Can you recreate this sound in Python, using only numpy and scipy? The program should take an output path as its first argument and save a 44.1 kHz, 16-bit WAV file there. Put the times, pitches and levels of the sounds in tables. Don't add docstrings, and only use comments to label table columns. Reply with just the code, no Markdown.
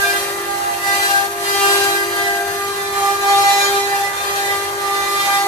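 import sys
import numpy as np
from scipy import signal
from scipy.fft import rfft, irfft, next_fast_len
from scipy.io import wavfile

SR = 44100
rng = np.random.default_rng(int(sys.argv[2]) if len(sys.argv) > 2 else 0)


def master(y):
    cut = np.clip(np.atleast_2d(y).T, -1, 1)
    pcm = np.round(cut * 32767)
    wavfile.write(sys.argv[1], SR, pcm.astype(np.int16))


N = 241315


def from_db(db):
    return 10 ** (np.asarray(db) / 20)


def rms_one(x):
    return x / np.sqrt(np.mean(x ** 2) + 1e-20)


def in_time(rows):
    time_s, value = np.transpose(rows)
    return np.interp(np.arange(N) / SR, time_s, value)


def drift(rate_hz):
    step, warm_up = 40, 2000
    r = np.exp(-2 * np.pi * rate_hz * step / SR)
    white = rng.standard_normal(N // step + 2 + warm_up)
    slow = signal.lfilter([1], [1, -2 * r, r * r], white)[warm_up:]
    return np.interp(np.arange(N) / step, np.arange(len(slow)), rms_one(slow))


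def pan(lean_db):
    gains = from_db(np.array([[.5], [-.5]]) * lean_db)
    return gains / np.sqrt(np.mean(gains ** 2, axis=0))


def noise(spectrum, alike):
    size = next_fast_len(N)
    hz, level_db = np.transpose(spectrum)
    bins_hz = np.maximum(np.arange(size // 2 + 1) * SR / size, 1)
    gain = from_db(np.interp(np.log(bins_hz), np.log(hz), level_db, left=-60, right=-60))
    white = rng.standard_normal((2, size))
    mid, side = irfft(rfft(white) * gain, size)[:, :N]
    return rms_one(np.sqrt(1 + alike) * mid + np.sqrt(1 - alike) * side * [[1], [-1]])


def shaft_angle(hz, jitter_hz):
    return 2 * np.pi * np.cumsum(hz + jitter_hz * drift(21.04)) / SR


def tone(angle, lead_rad, lean_db):
    ear_phase = np.array([[.5], [-.5]]) * lead_rad
    return np.sqrt(2) * pan(lean_db) * np.sin(angle + rng.uniform(0, 2 * np.pi) + ear_phase)


def scattered(angle, rate_hz):
    sine, cosine = np.sin(angle), np.cos(angle)
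    return np.array([drift(rate_hz) * sine + drift(rate_hz) * cosine for ear in range(2)])


def beating(depth):
    phase = 2.94 * drift(3.17) + rng.uniform(0, 2 * np.pi)
    return np.sqrt(1 + 2 * depth / (1 + depth ** 2) * np.cos(phase))


def swell(start_s, length_s, attack_s, release_s, shallow):
    since_s = np.arange(N) / SR - start_s
    gate = np.clip(np.minimum(since_s / attack_s, 1 + (length_s - since_s) / release_s), 0, 1)
    return gate * (1 - shallow * np.clip(2 * since_s / length_s - 1, -1, 1) ** 2)


def follow(law, load_db, height):
    level_db, per_load, gantry_db = law
    return level_db + per_load * load_db + gantry_db * height


def cutting_load():
    # (start [s], length [s], load [dB re an average cut])
    strokes = [(-0.18, 0.5, 4), (0.288, 0.85, -4.5), (0.78, 0.48, 5), (1.377, 0.69, 6.5),
               (2.023, 0.37, -0.1), (2.27, 0.84, -3.5), (2.873, 0.33, 1.4), (3.163, 0.74, 6.5),
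               (3.84, 0.28, 0.9), (4.096, 0.62, 0.9), (4.606, 0.12, -3.2), (4.742, 0.66, 0.06),
               (5.037, 0.47, 4)]
    idle_db, grain_db = -7.5, 0.42
    depths_db = [(db - idle_db) * swell(start_s, length_s, attack_s=.07, release_s=.027, shallow=.607)
                 for start_s, length_s, db in strokes]
    return idle_db + np.max(depths_db, axis=0) + grain_db * drift(9)


def shaft_hum(angle):
    # (time [s], level [dB])
    hum = [(0.0, -28.5), (0.55, -33.5), (0.62, -46.5), (1.05, -31), (1.1, -39.5), (1.69, -20),
           (2.06, -28.5), (3.41, -27), (3.5, -41), (3.56, -29), (3.75, -21.5), (4.21, -38.5), (4.3, -29),
           (5.15, -30), (5.3, -46), (5.47, -28.5)]
    level_db = in_time(hum) + drift(17)
    return from_db(level_db) * tone(angle, 0.46 * drift(1.24), 1.2 * drift(5.1))


def with_rings(order, steady_db, lead_rad, lean_db):
    # (start [s], length [s], order, level [dB], left leads [rad], left-right [dB])
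    rings = [(0.0, 0.18, 4, -17.5, -2, -3), (0.045, 0.16, 3, -29, -2, -8),
             (0.462, 0.31, 2, -22, -2.0, -7.5), (0.585, 0.12, 3, -27, -2, 1.5),
             (0.785, 0.26, 5, -24.5, -2.5, -22), (0.837, 0.18, 2, -24, 1.03, -2),
             (1.065, 0.19, 2, -19.5, -0.4, 12), (1.09, 0.13, 4, -17.5, 3, 2.5),
             (1.526, 0.19, 2, -21, 0.7, 3), (1.588, 0.12, 3, -23.5, 1.4, -8), (1.75, 0.2, 2, -21.5, 0.5, 7),
             (1.8, 0.23, 4, -22, -0.4, -4), (1.824, 0.26, 5, -25, 1.8, 4), (2.113, 0.39, 4, -27, 1.9, 11),
             (2.156, 0.37, 2, -27, 1.1, 1), (2.172, 0.18, 5, -25, 1.8, -3), (2.52, 0.36, 3, -30, -1, 6),
             (2.94, 0.26, 3, -22, -0.9, 3), (2.948, 0.18, 2, -19, 0.8, -3), (3.213, 0.22, 3, -22, 0.4, -3),
             (3.217, 0.387, 2, -14.5, -0.6, -1), (3.5, 0.37, 3, -27.5, -0.5, -19),
             (3.651, 0.3, 2, -23, 0.1, 0), (3.888, 0.19, 2, -20, -0.5, -0.5),
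             (3.963, 0.14, 5, -27, -3.5, -15), (4.198, 0.22, 3, -33, -0.5, -3),
             (4.325, 0.23, 2, -23.5, 1.03, 1.5), (4.426, 0.13, 5, -23, 2, -11),
             (4.788, 0.25, 2, -26.5, 0.8, -3), (4.81, 0.23, 3, -23.5, 0.0, -6),
             (5.003, 0.37, 3, -24.5, -0.2, -1), (5.226, 0.45, 2, -18.5, 0.5, -3)]
    power = from_db(steady_db) ** 2
    pull = power * np.exp(1j * lead_rad)
    leaning = power * lean_db
    for start_s, length_s, rung_order, db, ring_lead_rad, ring_lean_db in rings:
        if rung_order == order:
            envelope = swell(start_s, length_s, attack_s=.031, release_s=.024, shallow=.33)
            ring_power = (from_db(db) * envelope) ** 2
            power = power + ring_power
            pull = pull + ring_power * np.exp(1j * ring_lead_rad)
            leaning = leaning + ring_power * ring_lean_db
    return np.sqrt(power), np.unwrap(np.angle(pull)), leaning / power


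def fast_whine(angle, load_db, height):
    # (order, level at average load [dB], slope [dB per dB of load], gain at the gantry [dB],
    #  left leads [rad], wander of the lead [rad], left-right [dB], beat depth [0-1])
    whine = [(2, -33.5, .4, 5, -1, 0.33, -1, 0.22), (3, -30.5, 0.53, 2, 1.63, 0.69, -1.5, 0.51),
             (4, -26, 1, -2, 3, 0.53, 2.5, 0.53), (5, -32, 0.74, 3, 2.5, 1, -5, 0.58)]
    path_wander_rad = .45
    out = 0
    for order, *law, lead_rad, wander_rad, lean_db, depth in whine:
        steady_db = follow(law, load_db, height)
        gain, lead_rad, lean_db = with_rings(order, steady_db, lead_rad, lean_db)
        phase = order * angle + path_wander_rad * drift(2.3)
        partial = tone(phase, lead_rad + wander_rad * drift(2.37), lean_db + 3 * drift(8))
        out = out + gain * beating(depth) * from_db(0.65 * drift(18)) * partial
    return out


def edge_buzz(angle, load_db, height):
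    # (order, level at average load before the per-order slope [dB], gain at the gantry [dB])
    buzz = [(6, -37, 1), (7, -38, -4.5), (8, -39.5, -2), (9, -40.5, 4.5), (10, -39, 3.5), (11, -41.5, 0),
            (12, -41, -1), (13, -44.5, 2), (14, -47.5, 3), (15, -44.5, -5), (16, -46, 1), (17, -50.5, 8),
            (18, -50, -2), (19, -48.5, -2.5), (20, -49.5, -2)]
    tremble_rad = .028
    struck = angle + tremble_rad * drift(37)
    out = 0
    for order, db, gantry_db in buzz:
        per_load = 1 + 0.032 * order
        level_db = follow((db, per_load, gantry_db), load_db, height)
        direct = tone(order * struck, 2.0 * drift(2.16), 3 * drift(19))
        arriving = from_db(2.0 * drift(4.9)) * (direct + 0.95 * scattered(order * struck, rate_hz=12))
        out = out + from_db(level_db) * rms_one(arriving)
    return out


def bounced(x, delay_s, sway, strength):
    now = np.arange(N)
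    lags = [delay_s * SR * np.exp(sway * drift(0.601)) for ear in x]
    echo = np.array([np.interp(now - lag, now, ear) for lag, ear in zip(lags, x)])
    return (x + strength * echo) / np.sqrt(1 + strength ** 2)


def cutting(angle, load_db, height):
    # (frequency [Hz], relative density [dB per Hz])
    roar_colour = [(200, -11), (300, -12.5), (380, 4.5), (425, 9.5), (480, 1.5), (540, 6.5), (680, 4),
                   (800, 7.5), (930, 5), (1080, 4), (1350, 3), (1800, 5), (2050, 3.5), (2400, -7)]
    rasp_colour = [(1700, -28), (2250, -1.5), (2600, 11), (3000, 5), (3200, 11.5), (3400, 0), (3800, 8),
                   (4200, 9), (4650, 8.5), (5000, 2), (5900, 6.5), (6700, 3.5), (8000, 0), (12000, 0)]
    spray_colour = [(4000, -12), (6500, -7), (7500, 0.5), (8300, -1), (8800, 3), (10000, 1.5),
                    (11500, -0.5), (13000, 1), (14200, -2.5), (16000, 0)]
    # (level at average load [dB], slope [dB per dB of load], gain at the gantry [dB])
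    roar_law = (-29.5, 0.35, -0.1)
    rasp_law = (-29.5, 0.67, -0.47)
    spray_law = (-29, 0.67, -1.84)
    jolt_db = 0.5 * drift(22)
    roar_db = follow(roar_law, load_db, height) + jolt_db + drift(3.7)
    rasp_db = follow(rasp_law, load_db, height) + jolt_db + drift(29)
    spray_db = follow(spray_law, load_db, height) + jolt_db + 0.5 * drift(43)
    bursts = rms_one(1 + .13 * np.cos(angle) + .07 * np.cos(2 * angle) + .13 * np.sin(3 * angle))
    roar = from_db(roar_db) * noise(roar_colour, alike=.35)
    rasp = bursts * from_db(rasp_db) * noise(rasp_colour, alike=.017) * pan(-0.68)
    spray = bursts * from_db(spray_db) * noise(spray_colour, alike=.033)
    wood = bounced(roar + rasp, delay_s=.0011, sway=.25, strength=.4)
    return bounced(wood + spray, delay_s=.0035, sway=.12, strength=.4)


def slow_spindle(load_db):
    # (time [s], level [dB])
    first_curve = [(0.0, -54), (0.15, -35), (1.52, -39), (1.98, -30), (2.8, -45.5), (3.44, -39),
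                   (4.22, -53), (4.28, -44), (5.47, -39)]
    second_curve = [(0.0, -41), (0.06, -26), (0.47, -48), (0.72, -32.5), (1.45, -31), (1.55, -41),
                    (1.68, -31.5), (2.04, -35.5), (2.27, -24.5), (2.56, -30), (2.71, -45), (3.78, -40),
                    (4.4, -45), (5.47, -42)]
    # (order, level at average load [dB])
    higher_orders = [(3, -44), (4, -46), (5, -40.5), (6, -49), (7, -46), (10, -46)]
    angle = shaft_angle(349.1, jitter_hz=.422)
    first = tone(angle, 0.31 * drift(3.4), 1.5 * drift(2.2))
    first = from_db(in_time(first_curve)) * beating(.24) * first
    second = tone(2 * angle, 0.38 * drift(4.5), 3 * drift(1.8))
    second = from_db(in_time(second_curve) + 0.59 * drift(15)) * beating(.43) * second
    higher = sum(from_db(db) * scattered(order * angle, rate_hz=4.1) for order, db in higher_orders)
    return first + second + from_db(0.26 * load_db) * higher


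def whistles():
    # (frequency [Hz], mean level [dB])
    whistle_lines = [(6390, -45), (12595, -46), (12370, -54), (12775, -54)]
    out = 0
    for hz, db in whistle_lines:
        line = tone(shaft_angle(hz, jitter_hz=4.46), 2.0 * drift(3.8), 3 * drift(3.3))
        out = out + from_db(db + 2 * drift(7)) * line
    return out


def frame_rumble():
    # (frequency [Hz], relative density [dB per Hz])
    frame_colour = [(20, -17), (35, -16), (55, -4), (68, -15), (86, 1), (105, -5), (135, -5), (180, -7),
                    (260, -9.5), (400, -1), (900, -24)]
    return from_db(-41) * noise(frame_colour, alike=.76)


def scene():
    spindle_hz, sag_hz_per_db = 399.1, .06
    rise_start_s, rise_s = 2.2, .69
    load_db = cutting_load()
    height = np.clip((np.arange(N) / SR - rise_start_s) / rise_s, 0, 1)
    angle = shaft_angle(spindle_hz - sag_hz_per_db * load_db, jitter_hz=.55)
    fast = shaft_hum(angle) + fast_whine(angle, load_db, height) + edge_buzz(angle, load_db, height)
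    cut = cutting(angle, load_db, height)
    return fast + cut + slow_spindle(load_db) + whistles() + frame_rumble()


def record(dry):
    ceiling, cutoff_hz = .95, 14300
    top = signal.sosfiltfilt(signal.butter(3, 10500, "high", fs=SR, output="sos"), dry)
    coloured = dry + (pan(4.1) - 1) * top
    rounded = coloured / (1 + (coloured / ceiling) ** 8) ** (1 / 8)
    return signal.sosfilt(signal.ellip(10, .1, 80, cutoff_hz, fs=SR, output="sos"), rounded)


dry = scene()
out = record(dry)
master(out)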